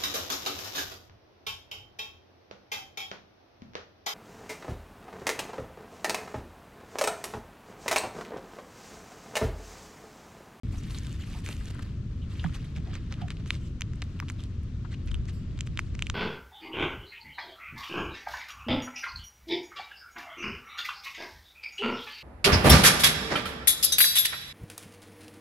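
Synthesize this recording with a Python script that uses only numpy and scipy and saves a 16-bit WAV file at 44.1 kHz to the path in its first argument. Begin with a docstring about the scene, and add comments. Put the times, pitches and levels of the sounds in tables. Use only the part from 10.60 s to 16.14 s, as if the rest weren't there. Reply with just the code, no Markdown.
"""Outdoors, on ground covered in dry leaves, a young squirrel noses about close to a hand-held camera,
then sits and gnaws a nut. Leaves crackle under its paws as countless tiny flakes break. Its teeth scrape
the shell and crack it in single sharp snaps. The nut rings, twigs tap, the hand bumps the camera,
and there are two faint squeaks. A low wind rumble with a faint hiss lies under it all."""
import sys
import numpy as np
from scipy import signal
from scipy.fft import rfft, irfft
from scipy.io import wavfile
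from scipy.ndimage import uniform_filter1d

SR = 44100
rng = np.random.default_rng(int(sys.argv[2]) if len(sys.argv) > 2 else 0)


def store_wav(level_fs):
    """Save 16-bit WAV to argv[1]."""
    pcm = np.round(np.clip(np.atleast_2d(level_fs), -1, 1) * 32767)
    wavfile.write(sys.argv[1], SR, pcm.T.astype(np.int16))


N = 244314
TIME = np.arange(N) / SR
FREQS = np.fft.rfftfreq(N, 1 / SR)

# how strongly the wind rumbles: (time [s], level [dB])
GUSTS = [(0, -30.5), (0.45, -35), (1.4, -34.5), (1.9, -34), (2.9, -34), (3.6, -35), (4.5, -33.5),
         (5.54, -34.5)]
# tone of the rumble: (frequency [Hz], relative level [dB])
RUMBLE_TONE = [(4, -24), (15, -11), (30, -5), (60, -0.5), (100, 0), (160, -8), (230, -13.5), (320, -20.5),
               (450, -31.5), (650, -44), (1000, -77.5)]
# how alike the rumble is at the two microphones: (frequency [Hz], likeness [0-1])
RUMBLE_LIKENESS = [(25, .975), (90, .989), (220, .973), (500, .88), (1000, .7)]
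# swirls of air hitting the microphones: (peak time [s], half-length [s], level [dB])
SWIRLS = [(0.126, 0.067, -55), (2.347, 0.1, -45), (4.556, 0.082, -32), (5.283, 0.45, -41.5)]
# tone of the far hiss: (frequency [Hz], relative level [dB])
HISS_TONE = [(300, 0.5), (600, 2.5), (850, -3), (1200, 2.5), (2000, -4.5), (4000, -7), (6500, -10),
             (8500, -19), (10500, -30), (13000, -47), (15000, -65)]
# how alike the hiss is at the two microphones: (frequency [Hz], likeness [0-1])
HISS_LIKENESS = [(400, .6), (1200, .5), (3000, .25), (6000, .05), (12000, 0)]
# the hiss comes from the left: (frequency [Hz], left minus right [dB])
HISS_SIDE = [(400, 6), (1200, 5.5), (3000, 13), (7000, 3.5), (12000, 11)]
# the hand bumps the camera:
# (time [s], thud level [dB], ring level [dB], ring pitch [Hz], ring fade by 60 dB [s], sharpness [Q])
HAND_BUMPS = [(1.844, -20.5, -28.5, 790, 0.026, 4.6), (2.171, -30.5, -53, 744, 0.077, 5),
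              (2.618, -29.5, -35, 718, 0.088, 11)]
# dull rubs on the ground: (time [s], pitch [Hz], level [dB], fade by 60 dB [s])
GROUND_RUBS = [(0.135, 780, -43.5, 0.081), (0.743, 900, -44, 0.17), (0.8904, 474, -29, 0.013),
               (2.255, 730, -47, 0.27)]
# twigs tapping: (time [s], pitch [Hz], level [dB])
TWIG_TAPS = [(1.008, 1490, -45), (1.104, 1550, -54), (1.151, 1330, -45), (1.19, 1360, -40),
             (1.86, 1180, -37), (1.891, 1310, -47.5), (2.613, 1500, -52), (3.623, 1140, -38.5),
             (4.248, 1240, -41)]
# the hollow nut and curled leaves ring when bitten or bent:
# (time [s], pitch [Hz], level [dB], fade by 60 dB [s])
NUT_RINGS = [(0.18, 6050, -43.5, 0.053), (0.345, 4000, -39.5, 0.04), (0.603, 3050, -44.5, 0.13),
             (0.868, 2450, -41, 0.078), (1.613, 3000, -49, 0.12), (1.793, 3080, -34, 0.036),
             (1.841, 1710, -32, 0.033), (1.845, 3170, -41, 0.05), (2.617, 3130, -43.5, 0.04),
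             (3.2093, 11300, -44, 0.005), (3.601, 11800, -45, 0.0069), (3.784, 3400, -47.5, 0.13),
             (4.338, 2850, -39.5, 0.041), (4.484, 2390, -43, 0.047), (4.513, 3150, -38, 0.013),
             (4.684, 2060, -40.5, 0.046)]
# the tones in the squeaks: (time [s], fade time [s], pitch [Hz], sharpness [Q], level [dB])
SQUEAK_TONES = [(3.015, 0.11, 3050, 8, -63), (3.035, 0.075, 7400, 30, -72), (3.035, 0.075, 8300, 30, -74),
                (4.728, 0.24, 4620, 45, -69.5), (4.728, 0.09, 5300, 14, -66.5),
                (4.728, 0.14, 7400, 35, -71.5), (4.728, 0.08, 7750, 35, -70), (4.728, 0.12, 9830, 35, -80)]
# hiss opening the second squeak: (time [s], fade time [s], level [dB], pitch [Hz], sharpness [Q])
SQUEAK_PUFF = (4.725, 0.045, -66, 10200, 1.8)
# tone of dry leaves: (frequency [Hz], relative level [dB])
LEAF_TONE = [(400, 5.5), (800, -3), (1200, 0.5), (2600, 0), (4000, -3), (5000, -3), (7500, -1.5),
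             (10000, -11), (12500, -14), (16000, -30)]
# how much the squirrel stirs between shoves: (time [s], level [dB])
FIDGETING = [(0, -64), (1.25, -60), (1.45, -72.5), (1.8, -64), (2.8, -65), (3.15, -72.5), (3.55, -63.5),
             (3.95, -69.5), (4.4, -67), (5.54, -67)]
# nose and paws push into the leaves: (start [s], length [s], level [dB], fizz relative to level [dB])
SHOVES = [(0.106, 0.1, -58.5, -6), (0.215, 0.061, -58.5, -7), (0.286, 0.098, -52, -7),
          (0.404, 0.15, -57.5, -8), (0.582, 0.054, -55.5, -8.5), (0.646, 0.13, -55.5, -9),
          (0.749, 0.054, -64, 0), (0.834, 0.095, -49.5, -7), (0.935, 0.12, -62, -4),
          (1.123, 0.16, -67, -39), (1.689, 0.2, -56.5, -10.5), (1.902, 0.16, -60, -11.5),
          (2.24, 0.17, -62, -22), (2.561, 0.066, -63, -42), (2.855, 0.078, -56, -5.5),
          (2.918, 0.036, -51, -9), (2.996, 0.086, -65.5, -3), (3.776, 0.069, -61.5, -10),
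          (5.184, 0.1, -68, -2.5), (5.37, 0.14, -64, -5)]
# teeth and claws scrape: (middle [s], half-length [s], level [dB], fizz relative to level [dB])
SCRAPES = [(1.08, 0.017, -51, -10), (1.106, 0.013, -48, -9), (1.227, 0.0098, -50.5, -7.5),
           (1.955, 0.028, -47.5, -8.5), (2.049, 0.0098, -53, -10.5), (2.169, 0.032, -53.5, -13),
           (2.351, 0.037, -51.5, -15), (2.527, 0.035, -52, -19), (2.618, 0.0093, -49.5, -15),
           (2.682, 0.0054, -49.5, -19), (2.713, 0.02, -49.5, -14), (2.802, 0.014, -56, -25),
           (3.424, 0.0052, -43, -15), (3.699, 0.018, -50, -7.5), (4.324, 0.026, -55.5, -9),
           (4.341, 0.014, -54.5, -9.5), (4.481, 0.018, -56.5, -8), (4.515, 0.014, -54, -3),
           (4.693, 0.025, -54, -3.5), (4.977, 0.0043, -50, -10), (5.069, 0.013, -59, 3),
           (5.195, 0.013, -50.5, -3), (5.349, 0.009, -54.5, -9)]
# trodden leaves are crisper than the gnawed nut: (time [s], change in the highest treble [dB])
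CRISPNESS = [(0, 3.5), (0.9, 4), (1.2, 4.5), (1.45, 0), (2.6, -3), (3.05, -4), (3.3, -3), (3.75, 2.5),
             (4.3, -22), (5.2, -8), (5.5, -9)]
# shell and leaf stalks snap: (time [s], low ring [dB], main ring [dB], main pitch [Hz],
# main sharpness [Q], bright edge [dB], edge pitch [Hz])
SNAPS = [(0.2358, -40, -28, 3020, 1, -18.5, 7500), (0.2851, -26, -18, 2200, 1.6, -33, 6000),
         (0.3077, -19, -16, 3730, 0.76, -25, 9500), (0.347, -16, -23, 2340, 1.6, -11, 3900),
         (0.3862, -28, -29.0, 3900, 0.7, -8.5, 6340), (0.4344, -40, -30, 3200, 1, -20, 6500),
         (0.449, -30, -20, 2800, 2.2, -30, 6500), (0.469, -17, -11.5, 3470, 1.4, -21, 7600),
         (0.4939, -38, -28, 3200, 1, -26, 7000), (0.528, -22, -20, 2740, 2.6, -20, 7300),
         (0.733, -26, -16.5, 3020, 1, -36, 6500), (0.789, -35, -24, 2750, 1, -25, 7500),
         (0.8629, -37, -3.5, 2350, 1.4, -11, 6500), (0.8770, -18, -12, 2520, 1.3, -23, 5500),
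         (0.889, -6, -4.5, 2440, 2.6, -8, 6400), (0.8896, -13, -33.0, 2830, 1.5, -19, 10000),
         (0.912, -23, -13, 2300, 1.2, -30, 9800), (0.9282, -45, -13, 2630, 1.4, -12, 4100),
         (0.9670, -28, -18, 2750, 1.2, -23, 6500), (1.0568, -50, -23, 3360, 1.4, -14, 6800),
         (1.149, -27, -30, 2260, 0.8, -22.5, 8500), (1.1941, -5, -22, 3100, 1.4, -23, 9300),
         (1.8195, -26, -16, 3100, 2.2, -35, 6000), (1.8418, -16, -1, 1680, 1.34, -36, 6000),
         (1.8618, -3, -36, 2950, 1.6, -50, 6300), (2.1643, -29, -10, 2460, 1.9, -28, 6500),
         (2.184, -28, -18, 2600, 1.5, -31, 6500), (2.341, -24, -21, 2500, 1, -20, 6000),
         (2.354, -15, -8, 2360, 2, -18, 6300), (2.525, -6.5, -9.0, 2390, 0.71, -12, 5900),
         (2.5407, -22, -14.5, 2900, 1, -26, 6500), (2.6843, -10, -12, 2580, 1.3, -26, 6700),
         (2.705, -8, -7.0, 2920, 0.67, -18, 6700), (2.77, -39, -14, 2740, 2.3, -24, 4000),
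         (2.8609, -10, -23, 2900, 0.65, -32, 6900), (2.9059, 0.5, 10.5, 2520, 1.19, -1, 3980),
         (2.9524, -30, -18, 2970, 1, -21, 5770), (3.2092, -6, -5, 2380, 1.4, -6.5, 6600),
         (3.2196, -11, 2.5, 2940, 0.82, -13, 6940), (3.3349, -20, -22.0, 1700, 0.7, -22, 5900),
         (3.3582, -50, -40.5, 3900, 0.7, -24, 7400), (3.4201, -8, -6.5, 2840, 0.96, -9, 5700),
         (3.44, -52, -25, 3900, 0.57, -33, 10000), (3.593, -50, -16, 2790, 1.4, -34, 8900),
         (3.6011, 3.5, -3.5, 2250, 1.36, -10.5, 5300), (3.6845, -13, -12, 2830, 1.2, -21, 5400),
         (3.6899, -20, -12, 2900, 1, -28, 6200), (3.7001, -4, -3, 2180, 2.5, -12.5, 6440),
         (3.7206, -50, -40, 3000, 1, -23, 9000), (3.8053, -45, -17, 3370, 1.4, -26, 5900),
         (3.838, -36, -16.5, 3560, 1.1, -15.5, 8550), (4.0342, -50, -43, 3040, 1.8, -25, 9700),
         (4.4603, -50, -45.5, 3900, 0.8, -24, 10000), (4.4747, -24, -21, 2740, 0.8, -23, 6100),
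         (4.4902, -27, -23, 2600, 1.2, -32, 6500), (4.516, -13, -5, 3060, 3.6, -25, 6500),
         (4.544, -14, -2.5, 3020, 2.1, -19, 7800), (4.5529, -15, -15, 3090, 2.9, -23, 5500),
         (4.6554, -28, -25.5, 3870, 0.48, -37, 10000), (4.9906, -16, -14, 2410, 0.73, -19, 6900),
         (5.0084, -22, 1, 2820, 1.08, -3, 7100), (5.073, -10.5, -10.5, 2770, 1.1, -23, 7600),
         (5.1746, -7, -0.5, 2870, 0.85, -31, 9200), (5.192, 8.5, 7, 2320, 1.53, -10, 6730),
         (5.352, -13, -12, 2320, 1.9, -17, 5900), (5.3927, -10, -4.5, 2600, 1.3, -21, 6600),
         (5.4234, -3, 9.5, 2730, 1.6, -8.5, 6840), (5.461, -30, -20, 3160, 1.3, -33, 7100),
         (5.4687, -32, -0.5, 2610, 1.3, -16, 6700), (5.4997, 5.5, 4, 3060, 1.4, -5.5, 6200),
         (5.512, -50, -31.0, 3050, 1.5, -29, 6600)]
# how the shell and the paws around it colour a snap: (frequency [Hz], gain [dB])
SHELL_TONE = [(100, -32), (300, -14), (560, 1), (750, -3.5), (950, -0.5), (1300, -1.5), (1800, 0),
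              (2500, 1.5), (3200, -0.5), (3900, 0.5), (4800, -1.5), (6000, -1), (7400, -1.5), (8800, -5),
              (10300, -10), (11800, -13), (14000, -18), (16000, -26)]
# how far the squirrel's sound trails at the left microphone: (frequency [Hz], base phase lag [radians])
LEFT_LAG = [(0, 0), (500, .08), (1500, .27), (2800, .52), (4200, 1.05), (6000, 1.2), (9000, 1.15),
            (16000, 1.1)]
# the head turns right as the squirrel sits up: (time [s], share of the full turn [0-1])
HEAD_TURN = [(0, 0), (.9, .1), (1.3, 1), (4.5, 1), (5.54, .6)]
# the right microphone hears more treble: (frequency [Hz], left minus right [dB])
MIC_BALANCE = [(100, .9), (500, 1), (2000, .2), (4000, -.7), (8000, -2.3), (12000, -5)]


def amp(db):
    """Turns decibels into a number to multiply by."""
    return 10 ** (np.asarray(db) / 20)


def unit(x):
    """Scales a signal to an average (rms) size of 1."""
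    return x / np.sqrt(np.mean(x ** 2) + 1e-20)


def at_pitch(table, hz):
    """Looks up a table by frequency, on a log scale."""
    f, value = np.transpose(table)
    return np.interp(np.log(hz + 1), np.log(f + 1), value)


def over_time(table):
    """Joins a table's points with straight lines through the scene."""
    return np.interp(TIME, *np.transpose(table))


def colour(x, gain):
    """Turns each frequency up or down by its own gain."""
    return irfft(rfft(x) * gain, N)


def add(mix, s, sound):
    """Mixes a sound in at s seconds."""
    part = mix[..., max(round(s * SR), 0):][..., :sound.shape[-1]]
    part += sound[..., :part.shape[-1]]


def hump(f, hz, q):
    """Gains that favour pitches near hz; a higher q is narrower."""
    return 1 / (1 + (q * (f / hz - hz / f)) ** 2)


def above(hz):
    """Gains that keep what lies above hz."""
    return 1 / (1 + (hz / (FREQS + 1)) ** 8)


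def placed(x, sides):
    """Leans a stereo sound left or right, pitch by pitch."""
    side_db = at_pitch(sides, FREQS)
    return colour(x, amp([side_db / 2, -side_db / 2]))


def noise_pair(likeness):
    """Left and right white noise, partly alike."""
    a, b = rng.standard_normal((2, N))
    same = np.clip(at_pitch(likeness, FREQS), 0, 1)
    return np.array([a, colour(a, same) + colour(b, np.sqrt(1 - same ** 2))])


def noisy_ring(hz, q, swell):
    """Noise around one pitch, with the shape and energy of the swell."""
    f = np.fft.rfftfreq(len(swell), 1 / SR) + 1
    ring = irfft(rfft(rng.standard_normal(len(swell))) * hump(f, hz, q), len(swell))
    return unit(ring * swell) * np.sqrt(np.mean(swell ** 2))


def wind(swirl_hz=42, hiss_db=-60.5):
    """Gusts rumble, deep swirls of air hit each microphone, and a far hiss stays steady."""
    rumble = unit(colour(noise_pair(RUMBLE_LIKENESS), amp(at_pitch(RUMBLE_TONE, FREQS))))
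    swirls = unit(colour(rng.standard_normal((2, N)), hump(FREQS + 1, swirl_hz, q=1)))
    swirl_gain = sum(amp(db) * np.exp(-((TIME - s) / half) ** 2) for s, half, db in SWIRLS)
    hiss = colour(noise_pair(HISS_LIKENESS), amp(at_pitch(HISS_TONE, FREQS)))
    hiss = unit(placed(hiss, HISS_SIDE))
    return rumble * amp(over_time(GUSTS)) + swirls * swirl_gain + hiss * amp(hiss_db)


def thud(db, side_db, hz=163.7, rise_s=0.0028, fade_s=0.17):
    """The whole camera rocks briefly in the hand."""
    t = np.arange(SR // 4) / SR
    swell = (1 - np.exp(-t / rise_s)) * amp(-60 * t / fade_s)
    return amp([[db + side_db / 2], [db - side_db / 2]]) * np.sin(2 * np.pi * hz * t) * swell


def knock(db, hz, fade_s, q, side_db, rise_share=0.073):
    """A short rough ring, on the left if side_db is positive; longer ones start more softly."""
    t = np.arange(SR // 4) / SR
    swell = (1 - np.exp(-t / (rise_share * fade_s))) * amp(-60 * t / fade_s)
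    return amp([[db + side_db / 2], [db - side_db / 2]]) * noisy_ring(hz, q, swell)


def knocks():
    """Nut, twigs, ground and camera each ring in their own way, from their own side."""
    out = np.zeros((2, N))
    for s, hz, db, fade_s in NUT_RINGS:
        add(out, s, knock(db, hz, fade_s, q=4.2, side_db=2.5))
    for s, hz, db in TWIG_TAPS:
        add(out, s, knock(db, hz, fade_s=0.034, q=1.8, side_db=16.5))
    for s, hz, db, fade_s in GROUND_RUBS:
        add(out, s, knock(db, hz, fade_s, q=1.76, side_db=-4.5))
    for s, thud_db, ring_db, hz, fade_s, q in HAND_BUMPS:
        add(out, s + 0.0033, thud(thud_db, side_db=-11))  # the camera's weight takes a moment to move
        add(out, s, knock(ring_db, hz, fade_s, q, side_db=-11))
    return out


def squeaks(rise_s=0.007):
    """Two faint clusters of high, fading tones; the second opens with a puff of hiss."""
    t, out = np.arange(SR // 3) / SR, np.zeros(N)
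    rise = 1 - np.exp(-t / rise_s)
    for s, fade_s, hz, q, db in SQUEAK_TONES:
        add(out, s, amp(db) * noisy_ring(hz, q, rise * np.exp(-2 * (t / fade_s) ** 2)))
    s, fade_s, db, hz, q = SQUEAK_PUFF
    add(out, s, amp(db) * noisy_ring(hz, q, rise * np.exp(-t / fade_s)))
    return out


def flakes(per_second=10000, tick_s=0.00046, cycles=5.1, skew_s=1.6e-5, kinds=48):
    """Each breaking flake of leaf gives a tick and a few cycles of its own pitch."""
    t, out = np.arange(384) / SR, np.zeros((2, N))
    sizes = amp(3.3 * np.minimum(rng.exponential(1, N), 4.2))  # most are small, a few large
    sizes *= rng.random(N) < per_second / SR
    kind = rng.integers(0, kinds, N)
    for k, hz in enumerate(np.geomspace(1000, 14000, kinds)):
        noise = rng.standard_normal(len(t)) + 0.65 * rng.standard_normal((2, len(t)))
        tick = unit(noise * np.exp(-t / tick_s))
        skewed = t + skew_s * rng.uniform(-0.39, 1) * np.array([[1], [-1]])  # flakes lie at many angles
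        ring = unit(np.sin(2 * np.pi * hz * skewed) * np.exp(-t * hz / cycles))
        grain = tick + 0.69 * np.sqrt(hz / 4000) * ring
        for at in np.flatnonzero(sizes * (kind == k)).tolist():
            add(out, at / SR, sizes[at] * grain)
    return out


def crumple(x, patchy_db=2.0):
    """Different leaves take the weight from moment to moment, so the tone shifts in small patches."""
    slices = signal.stft(x, nperseg=256)[2]
    patches = uniform_filter1d(rng.standard_normal(slices.shape[1:]), size=5, axis=0)
    patches = unit(uniform_filter1d(patches, size=5, axis=1))
    return signal.istft(slices * amp(patchy_db * patches), nperseg=256)[1][:, :N]


def slips(catch_db, samples):
    """Teeth and leaves catch and slip every few milliseconds: a jittery gain that sounds gritty."""
    jitter = unit(uniform_filter1d(rng.standard_normal(N), samples))
    return unit(amp(catch_db * jitter))


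def band_gains(db, fizz_db):
    """Low body, middle crackle and high fizz of a push; a heavier one has less fizz and more body."""
    body_db = 0.31 * (-5 - fizz_db)
    return amp([[db + body_db], [db], [db + fizz_db]])


def rustle_and_scrape(rise_s=0.019, settle_s=0.02):
    """The crackle swells as paws shove the leaves and as teeth and claws scrape."""
    t = np.arange(SR // 2) / SR
    leaf_power = (band_gains(0, fizz_db=-12.5) * amp(over_time(FIDGETING))) ** 2
    for start, length, db, fizz_db in SHOVES:
        swell = np.minimum(t / rise_s, 1) * np.exp(-np.maximum(t - length, 0) / settle_s)
        add(leaf_power, start, (band_gains(db, fizz_db) * swell) ** 2)
    scrape_power = np.zeros((3, N))
    extra_body = amp([[2], [0], [0]])
    for middle, half, db, fizz_db in SCRAPES:
        swell = signal.windows.hann(max(round(2 * half * SR), 8))
        add(scrape_power, middle - half, (band_gains(db, fizz_db) * extra_body * swell) ** 2)
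    leaf_power *= slips(catch_db=1.7, samples=40) ** 2
    scrape_power *= slips(catch_db=2.0, samples=50) ** 2
    levels = np.sqrt(leaf_power + scrape_power) * amp([[-1], [-1], [0]])
    bands = (1 - above(2000), above(2000) - above(5000), above(5000))  # body, crackle, fizz
    grains = colour(crumple(flakes()), amp(at_pitch(LEAF_TONE, FREQS)))
    out = sum(unit(colour(grains, band)) * level for band, level in zip(bands, levels))
    return out + colour(out, above(9400)) * (amp(over_time(CRISPNESS)) - 1)


def leaf_echoes(x, near_db=-19, near_s=0.0023, far_db=-28, far_s=0.026):
    """Nearby leaves throw back a quick spray of echoes; plants all around add a faint, wide tail."""
    t = np.arange(SR // 8) / SR
    near = rng.standard_normal(len(t)) * np.exp(-t / near_s) * (t > 0.0007)
    far = rng.standard_normal((2, len(t))) * np.exp(-t / far_s) * (t > 0.001)
    echoes = amp(near_db) * near / np.linalg.norm(near) + amp(far_db) * far / np.linalg.norm(far[0])
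    return x + signal.oaconvolve(x[None], echoes, axes=1)[:, :N]


def ragged(f, depth_db=3.5, full_hz=8000):
    """Every broken piece has its own peaks and dips in tone, deeper in the treble."""
    ripple = uniform_filter1d(rng.standard_normal(len(f)), size=17)
    ripple = unit(uniform_filter1d(ripple, size=17))
    return amp(depth_db * np.minimum(f / full_hz, 1) * np.minimum(ripple, 1))


def struck(gain):
    """The ring after one sharp tap on something with this gain at each frequency."""
    log_gain = np.log(np.maximum(gain, 1e-5))
    mirrored = np.r_[log_gain, log_gain[-2:0:-1]]
    spectrum = np.exp(np.conj(signal.hilbert(mirrored)))  # packs the energy at the start
    return np.fft.ifft(spectrum).real[:512]


def snaps():
    """Each break of shell or stalk sets off three very short rings, set by where it breaks."""
    f, out = np.fft.rfftfreq(1024, 1 / SR) + 1, np.zeros(N)
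    for s, low_db, main_db, main_hz, main_q, edge_db, edge_hz in SNAPS:
        hollow = amp(low_db) * hump(f, hz=1300, q=1.12) ** 2
        woody = amp(main_db) * hump(f, main_hz, main_q) ** 2
        edge = amp(edge_db) * hump(f, edge_hz, q=1.78) ** 2
        tick = amp(-28) * (amp(main_db) + amp(edge_db))  # the break itself, at all pitches
        tone = (hollow + woody + edge + tick) * amp(at_pitch(SHELL_TONE, f)) * ragged(f)
        add(out, s, struck(tone))
    return out


def scene():
    """The squirrel is a little to the right, so its sound reaches the left later, more so sitting up."""
    left, right = leaf_echoes(snaps()) + rustle_and_scrape() + squeaks()
    lag, turn = at_pitch(LEFT_LAG, FREQS), over_time(HEAD_TURN)
    ahead, aside = (colour(left, np.exp(-1j * share * lag)) for share in (0.85, 1.25))
    left = (1 - turn) * ahead + turn * aside
    return np.array([left, right]) + knocks() + wind()


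def record(dry, start_s=0.034, top_hz=15950):
    """The microphones open after a moment, lean the treble to the right and lose the very top."""
    opening = np.clip((TIME - start_s) / 0.00006, 0, 1)
    low_pass = signal.firwin(511, top_hz, window=("kaiser", 9), fs=SR)
    return signal.oaconvolve(placed(dry, MIC_BALANCE) * opening, low_pass[None], "same")


dry = scene()
out = record(dry)
store_wav(out)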